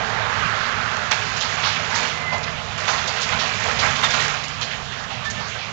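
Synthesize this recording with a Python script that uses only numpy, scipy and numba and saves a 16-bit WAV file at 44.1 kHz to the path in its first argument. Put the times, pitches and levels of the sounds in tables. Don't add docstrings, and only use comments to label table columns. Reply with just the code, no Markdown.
import sys
import numpy as np
from scipy import signal
from scipy.fft import rfft, irfft
from scipy.io import wavfile
from scipy.ndimage import uniform_filter1d
from numba import njit

SR = 44100
rng = np.random.default_rng(int(sys.argv[2]) if len(sys.argv) > 2 else 0)


def attenuation_scalar(level_db):
    decades = np.asarray(level_db, float) / 20
    return 10 ** decades


def generate_wav(signal):
    frames = np.transpose(np.atleast_2d(signal))
    scaled = np.clip(frames, -1, 1) * 32767
    pcm = np.round(scaled).astype(np.int16)
    wavfile.write(sys.argv[1], SR, pcm)


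N = 252384
TIME = np.arange(N) / SR


def level(x, db):
    return x * attenuation_scalar(db) / np.sqrt(np.mean(x ** 2))


def colour(x, table):
    hz, db = np.transpose(table)
    bins = np.maximum(np.fft.rfftfreq(N, 1 / SR), 1)
    gain_db = np.interp(np.log(bins), np.log(hz), db)
    return irfft(rfft(x) * attenuation_scalar(gain_db), N)


def walk(rate_hz):
    hold = int(SR / rate_hz)
    steps = np.repeat(rng.standard_normal(N // 50), hold)[:N + hold]
    return 1.3 * uniform_filter1d(uniform_filter1d(steps, hold), hold)[:N]


@njit
def moving_resonance(x, hz, width_hz):
    out, band, low = np.empty(len(x)), 0., 0.
    for i in range(len(x)):
        g, damping = np.tan(np.pi * hz[i] / SR), width_hz / hz[i]
        v = (band + g * (x[i] - low)) / (1 + g * (g + damping))
        band, low = 2 * v - band, low + 2 * g * v
        out[i] = damping * v
    return out


@njit
def rings(start, hz, cycles, size, soft):
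    out = np.zeros(N)
    for k in range(len(start)):
        turn = np.exp((2j * np.pi - np.log(1000.) / cycles[k]) * hz[k] / SR)
        swing = size[k] + 0j
        push, grow = 0., hz[k] / SR / soft
        end = min(start[k] + int(cycles[k] * SR / hz[k]), N)
        for i in range(max(start[k], 0), end):
            push = min(push + grow, 1.)
            out[i] += swing.imag * push
            swing *= turn
    return out


def pieces(s, hz, db, chance, cycles, scatter_db):
    turns = cycles * np.exp(1.2 * (chance[0] - .5)) * (hz / 2000) ** 0.39
    luck = np.minimum(-np.log(chance[1]), 4)
    polarity = np.sign(chance[2] - .5)
    size = attenuation_scalar(db + scatter_db * luck) * np.sqrt(hz / turns / 100) * polarity
    return rings((s * SR).astype(np.int64), hz, turns, 1.57 * size, 0.93)


# frequency in Hz, level in dB per Hz.
RUSH_TONE = [(20, -23.5), (40, -9.5), (100, 0), (230, -7), (330, -14.5), (700, -5), (3000, -9), (8000, -23)]
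# peak in seconds, rise of the rumble in dB.
THUDS = [
    (.02, 2.5),
    (.44, 7),
    (2.05, 0),
    (3.33, 7.5),
    (3.87, 7.5),
    (4.1, 4),
    (4.91, -1),
    (5.4, 3.5),
]


def site():
    rush = rfft(level(colour(rng.standard_normal(N), RUSH_TONE), -33))
    place = 2 * np.log2(np.maximum(np.fft.rfftfreq(N, 1 / SR), 1) / 300)
    rise_s, fall_s = 0.1, 0.13
    shake_db = sum(db * np.interp(TIME - s, [-rise_s, 0, fall_s], [0, 1, 0]) for s, db in THUDS)
    rumble_db = 3 - 0.13 * TIME + shake_db + 1.0 * walk(6)
    out = irfft(rush * np.sqrt(np.clip(-place, 0, 1)), N) * attenuation_scalar(rumble_db)
    for k in range(11):
        patch = irfft(rush * np.clip(1 - abs(place - k), 0, 1), N)
        out += patch * attenuation_scalar(0.5 * walk(5.3) + 2.75 * walk(25.06))
    return out


# time in seconds, low order in Hz, its level in dB, high order in Hz, its level in dB.
DIESEL = [
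    (0, 112, -40, 160, -70),
    (0.999, 108, -44, 158, -47.5),
    (1.701, 104, -42, 157, -42),
    (2.8, 100, -47, 155, -42),
    (3.2, 100, -53.5, 152, -50),
    (3.8, 102, -39.5, 146, -42),
    (4.6, 105, -56.5, 139, -40),
    (5, 110, -50, 138, -47),
    (5.72, 116, -50, 138, -58.5),
]


def diesel():
    s, low_hz, low_db, high_hz, high_db = np.transpose(DIESEL)
    out = 0
    for hz, db in (low_hz, low_db), (high_hz, high_db):
        wandering_hz = np.interp(TIME, s, hz) * (1 + 0.0197 * walk(7.2))
        phase = 2 * np.pi * np.cumsum(wandering_hz) / SR
        out = out + attenuation_scalar(np.interp(TIME, s, db) + 0.5 + 1.8 * walk(14)) * np.sin(phase)
    return out


# frequency in Hz, level in dB.
TYRES = [(150, -8), (300, -9), (450, -6), (800, -5), (1600, 7.5), (2600, -4.5), (4500, -12), (8000, -48.5)]


def car():
    turn = .5 + .5 * np.tanh((TIME - 0.3) / 0.16)
    roar = level(colour(rng.standard_normal(N), TYRES), -0.5)
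    roar = roar * attenuation_scalar(-4 * turn)
    tread_from_hz, tread_to_hz = 780, 1340
    tread_hz = tread_from_hz + (tread_to_hz - tread_from_hz) * turn
    tread = level(moving_resonance(rng.standard_normal(N), tread_hz, 360.0), -2.3)
    passes_s, near_s = .45, 0.52
    far = 1 + ((TIME - passes_s) / near_s) ** 2
    return (roar + tread) * attenuation_scalar(-25 - 15.7 * np.log10(far) + 1.0 * walk(12.9))


# start in seconds, length in seconds, pitch in Hz,
# level in dB, share of it spent swelling (0-1).
SQUEALS = [
    (2.13, .12, 2045, -35, .4),
    (2.4, .06, 2055, -39, .3),
    (2.2, .24, 2055, -27.5, .42),
    (5.252, .085, 1772, -27.5, .1),
    (5.255, .04, 3544, -36, .2),
    (5.363, .075, 1772, -33, .1),
    (5.363, .03, 3544, -39, .3),
    (5.55, .035, 1550, -35, .3),
    (1.2, .1, 420, -41, .4),
    (3.9, .9, 283, -44, .7),
]
# start in seconds, length in seconds, first pitch in Hz, level in dB, share of it spent swelling (0-1).
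CHIRPS = [
    (3.787, .03, 3900, -30, .1),
    (3.875, .03, 3650, -31, .3),
    (4.033, .045, 3720, -22.5, .15),
    (4.085, .035, 3650, -33, .3),
]


def squeals():
    out, waver, grip = np.zeros(N), walk(150), walk(140)
    for table, sag_hz_s in (SQUEALS, 0), (CHIRPS, 6000):
        for start, length, hz, db, swell in table:
            span = slice(int(start * SR), int((start + length) * SR))
            age = TIME[span] - start
            ramp = np.minimum(age / swell, (length - age) / (1 - swell)) / length
            gate = np.clip(1.4 * ramp, 0, 1)
            pitch = (hz - sag_hz_s * age) * (1 + .005 * waver[span])
            phase = 2 * np.pi * np.cumsum(pitch) / SR
            tone = np.sin(phase) + attenuation_scalar(-25) * np.sin(2 * phase)
            out[span] += gate * attenuation_scalar(db + 1.5 * grip[span]) * tone
    return out


# time in seconds, peak of the very top in dB.
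TICKS = [(0.342, -53.5), (0.4708, -54.5), (0.4988, -50.5), (0.5744, -58), (0.9698, -45.5), (1.117, -32.5),
         (1.3708, -52), (1.4943, -46.5), (1.5578, -53), (2.383, -47), (3.044, -46), (3.0755, -48),
         (3.2124, -41.5), (3.2914, -44), (3.5427, -48), (3.642, -44), (3.677, -45.5), (3.9106, -41),
         (3.9702, -45.5), (4.0432, -35), (4.1074, -43), (4.138, -55.5), (4.2075, -41), (4.2822, -38),
         (4.6136, -41), (5.3023, -42.5)]


def chips():
    s, db = np.transpose(TICKS)
    return rings((s * SR).astype(np.int64), 7600 + 0 * s, 4 + 0 * s, attenuation_scalar(db + 38), .01)


# time in seconds, flow in dB, fineness in dB (grit gains what heavy pieces lose).
SLIDE = [(0.9, -30.5, -4), (1.17, -29.5, 0.5), (1.53, -25, 3), (1.881, -26, -0.5), (2.0, -21.5, 1.5),
         (2.13, -29, 0), (2.31, -32, -4.5), (2.74, -35.5, -1.5), (2.81, -25.5, 1), (2.99, -26, 1),
         (3.76, -23.5, 1.5), (3.84, -19, 0), (4.05, -24.5, 1.5), (4.22, -20, 2), (4.4, -31, 0.5),
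         (4.89, -45, -1), (5.33, -46, -4), (5.72, -38, 3)]
PIECE_HZ = [700, 2000, 5000]


def rubble():
    s, flow_db, fine_db = np.transpose(SLIDE)
    chance = rng.random((5, 46000))
    when = chance[4] * N / SR
    hz = 140 * 57. ** chance[3]
    fine = np.interp(np.log(hz), np.log(PIECE_HZ), [-1, 0, 1])
    heavy_db, grit_db = -6, -7.5
    size_db = np.where(fine < 0, -heavy_db, grit_db) * fine
    surge_db = .8 * walk(30)[(when * SR).astype(int)]
    db = np.interp(when, s, flow_db) + fine * np.interp(when, s, fine_db) + size_db + surge_db
    return attenuation_scalar(-10.5) * pieces(when, hz, db, chance, cycles=9.75, scatter_db=2.5)


# start in seconds, level in dB, pitch in Hz, length in seconds.
CRASHES = [(1.110, -19.5, 2205, .069), (2.04, -31.5, 2580, 0.15), (2.775, -34, 4470, .12),
           (2.877, -23.5, 1390, .085), (3.55, -35.5, 3480, .061), (3.648, -26.5, 870, .07),
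           (3.68, -25, 1207, .08), (4.030, -21, 2110, .09), (4.105, -24.5, 3540, .05),
           (4.136, -20.5, 2360, .054), (4.24, -28, 2420, .078), (4.29, -31, 1684, .068),
           (4.34, -29.5, 2060, .051), (4.435, -31, 4510, 0.053), (5.036, -36.5, 3010, .049),
           (5.10, -35, 1140, .079), (5.247, -35, 4590, 0.068)]
# start in seconds, level in dB, pitch in Hz, length in seconds.
SLABS = [(1.215, -31, 1770, .073), (1.44, -31, 1200, 0.074), (1.575, -30, 1255, .11),
         (1.635, -27.5, 1300, .16), (1.912, -29, 1410, .2), (2.32, -25.5, 793, .11),
         (2.465, -32, 1770, 0.062), (2.915, -29.5, 1290, 0.18), (3.075, -36, 1350, 0.071),
         (3.325, -27.5, 1007, 0.06), (3.41, -29, 1018, .14), (3.822, -23, 1326, .13),
         (3.888, -32.5, 1610, .077), (5.406, -31, 1040, .038), (5.55, -36.5, 1450, .083),
         (5.68, -39.5, 1810, .049)]
# start in seconds, level in dB, pitch in Hz, length in seconds.
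BRICKS = [(1.63, -25.5, 3580, .2), (1.715, -33.5, 3140, .12), (1.762, -29, 2400, 0.045),
          (2.325, -32.5, 3520, .07), (2.98, -27.5, 2620, .064), (3.18, -30, 2370, .07),
          (3.318, -31.5, 2810, .062), (3.455, -30, 2280, .051), (3.955, -28.5, 3480, .041),
          (4.189, -29.5, 2250, 0.063), (4.613, -27, 3790, .076), (4.712, -31.5, 2800, .08),
          (4.92, -38, 3660, .06)]
# start in seconds, level in dB, pitch in Hz, length in seconds.
SHARDS = [(1.36, -33.5, 4380, 0.11), (1.405, -27.5, 4250, 0.12), (1.895, -38, 5190, 0.12),
          (1.945, -28.5, 5200, .11), (2.43, -32, 4200, .049), (2.877, -29, 5090, .16),
          (2.97, -34.5, 5300, 0.083), (3.073, -26.5, 4840, .056), (3.215, -26, 4940, .073),
          (3.39, -27.5, 4310, .12), (3.46, -32.5, 4320, 0.074), (3.789, -25.5, 4110, .066),
          (3.83, -33.5, 6470, .12), (4.48, -34, 6370, 0.034), (4.98, -41.5, 3800, .06),
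          (5.303, -31.5, 6520, .037), (5.478, -39.5, 5100, 0.093)]


def knocks():
    kinds = (CRASHES, 1.245), (SLABS, 0.56), (BRICKS, .55), (SHARDS, .55)
    falls = [(*row, octaves) for table, octaves in kinds for row in table]
    s, db, hz, length, octaves = np.repeat(falls, 300, axis=0).T
    chance = rng.random((len(s), 6)).T
    late = .6 * length * chance[3]
    pitch = np.clip(hz * 2 ** (1.623 * octaves * (chance[4] + chance[5] - 1)), 200, 8500)
    build_db = 20 * np.log10(np.minimum(.5 + late / 0.0086, 1))
    die_db = -45 * (late / length) ** 2.0
    db = db + die_db + build_db + 10 * np.log10(length / 0.11)
    return attenuation_scalar(-7.0) * pieces(s + late, pitch, db, chance, cycles=12.0, scatter_db=2.0)


# frequency in Hz, gain in dB.
GROUND = [(140, -7.5), (250, 2), (330, -6.5), (450, 0.5), (640, 3.5), (1200, 4), (3000, 2.5), (7500, 0)]


def scene():
    background = site() + diesel() + car()
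    debris = chips() + colour(rubble() + knocks(), GROUND)
    lag = np.arange(SR // 2) / SR
    walls = rng.standard_normal(len(lag)) * attenuation_scalar(-60 * lag / .5) * np.minimum(lag / 0.013, 1)
    walls = attenuation_scalar(-5.5) * walls / np.sqrt(np.sum(walls ** 2))
    echo = signal.fftconvolve(debris, walls)[:N]
    heard = 2 * (background + squeals() + debris + echo)
    crosstalk = attenuation_scalar(-46) * heard
    return np.array([crosstalk, heard])


def low_pass(x):
    return signal.sosfilt(signal.butter(12, 8820, fs=SR, output="sos"), x)


# frequency in Hz, level in dB.
HISS = [(25, -7), (90, 0), (600, 3.5), (2000, 2), (5000, -1.5), (7000, 0), (7900, -8.5), (8100, -45.5)]
# centre in Hz, width in Hz, gain in dB.
NOTCHES = [(303, 90, -13), (548, 60, -4), (972, 26, -10)]


def record(dry):
    hiss = [level(colour(rng.standard_normal(N), HISS), -54) for _ in dry]
    bins = np.fft.rfftfreq(N, 1 / SR)
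    dips_db = sum(db * np.exp(-(2 * (bins - hz) / width) ** 2) for hz, width, db in NOTCHES)
    top_db = np.interp(bins, [6800, 7460, 7910, 8950, 9100], [0, -7.0, -17, -28.0, -58])
    rounded = 1.1 * np.tanh(dry / 1.1)
    x = irfft(rfft(rounded + hiss) * attenuation_scalar(dips_db + top_db), N)
    spill_band = signal.butter(6, [7600, 9000], "band", fs=SR, output="sos")
    spill = signal.sosfilt(spill_band, x ** 3)
    return low_pass(x + .6 * spill)


dry = scene()
out = record(dry)
generate_wav(out)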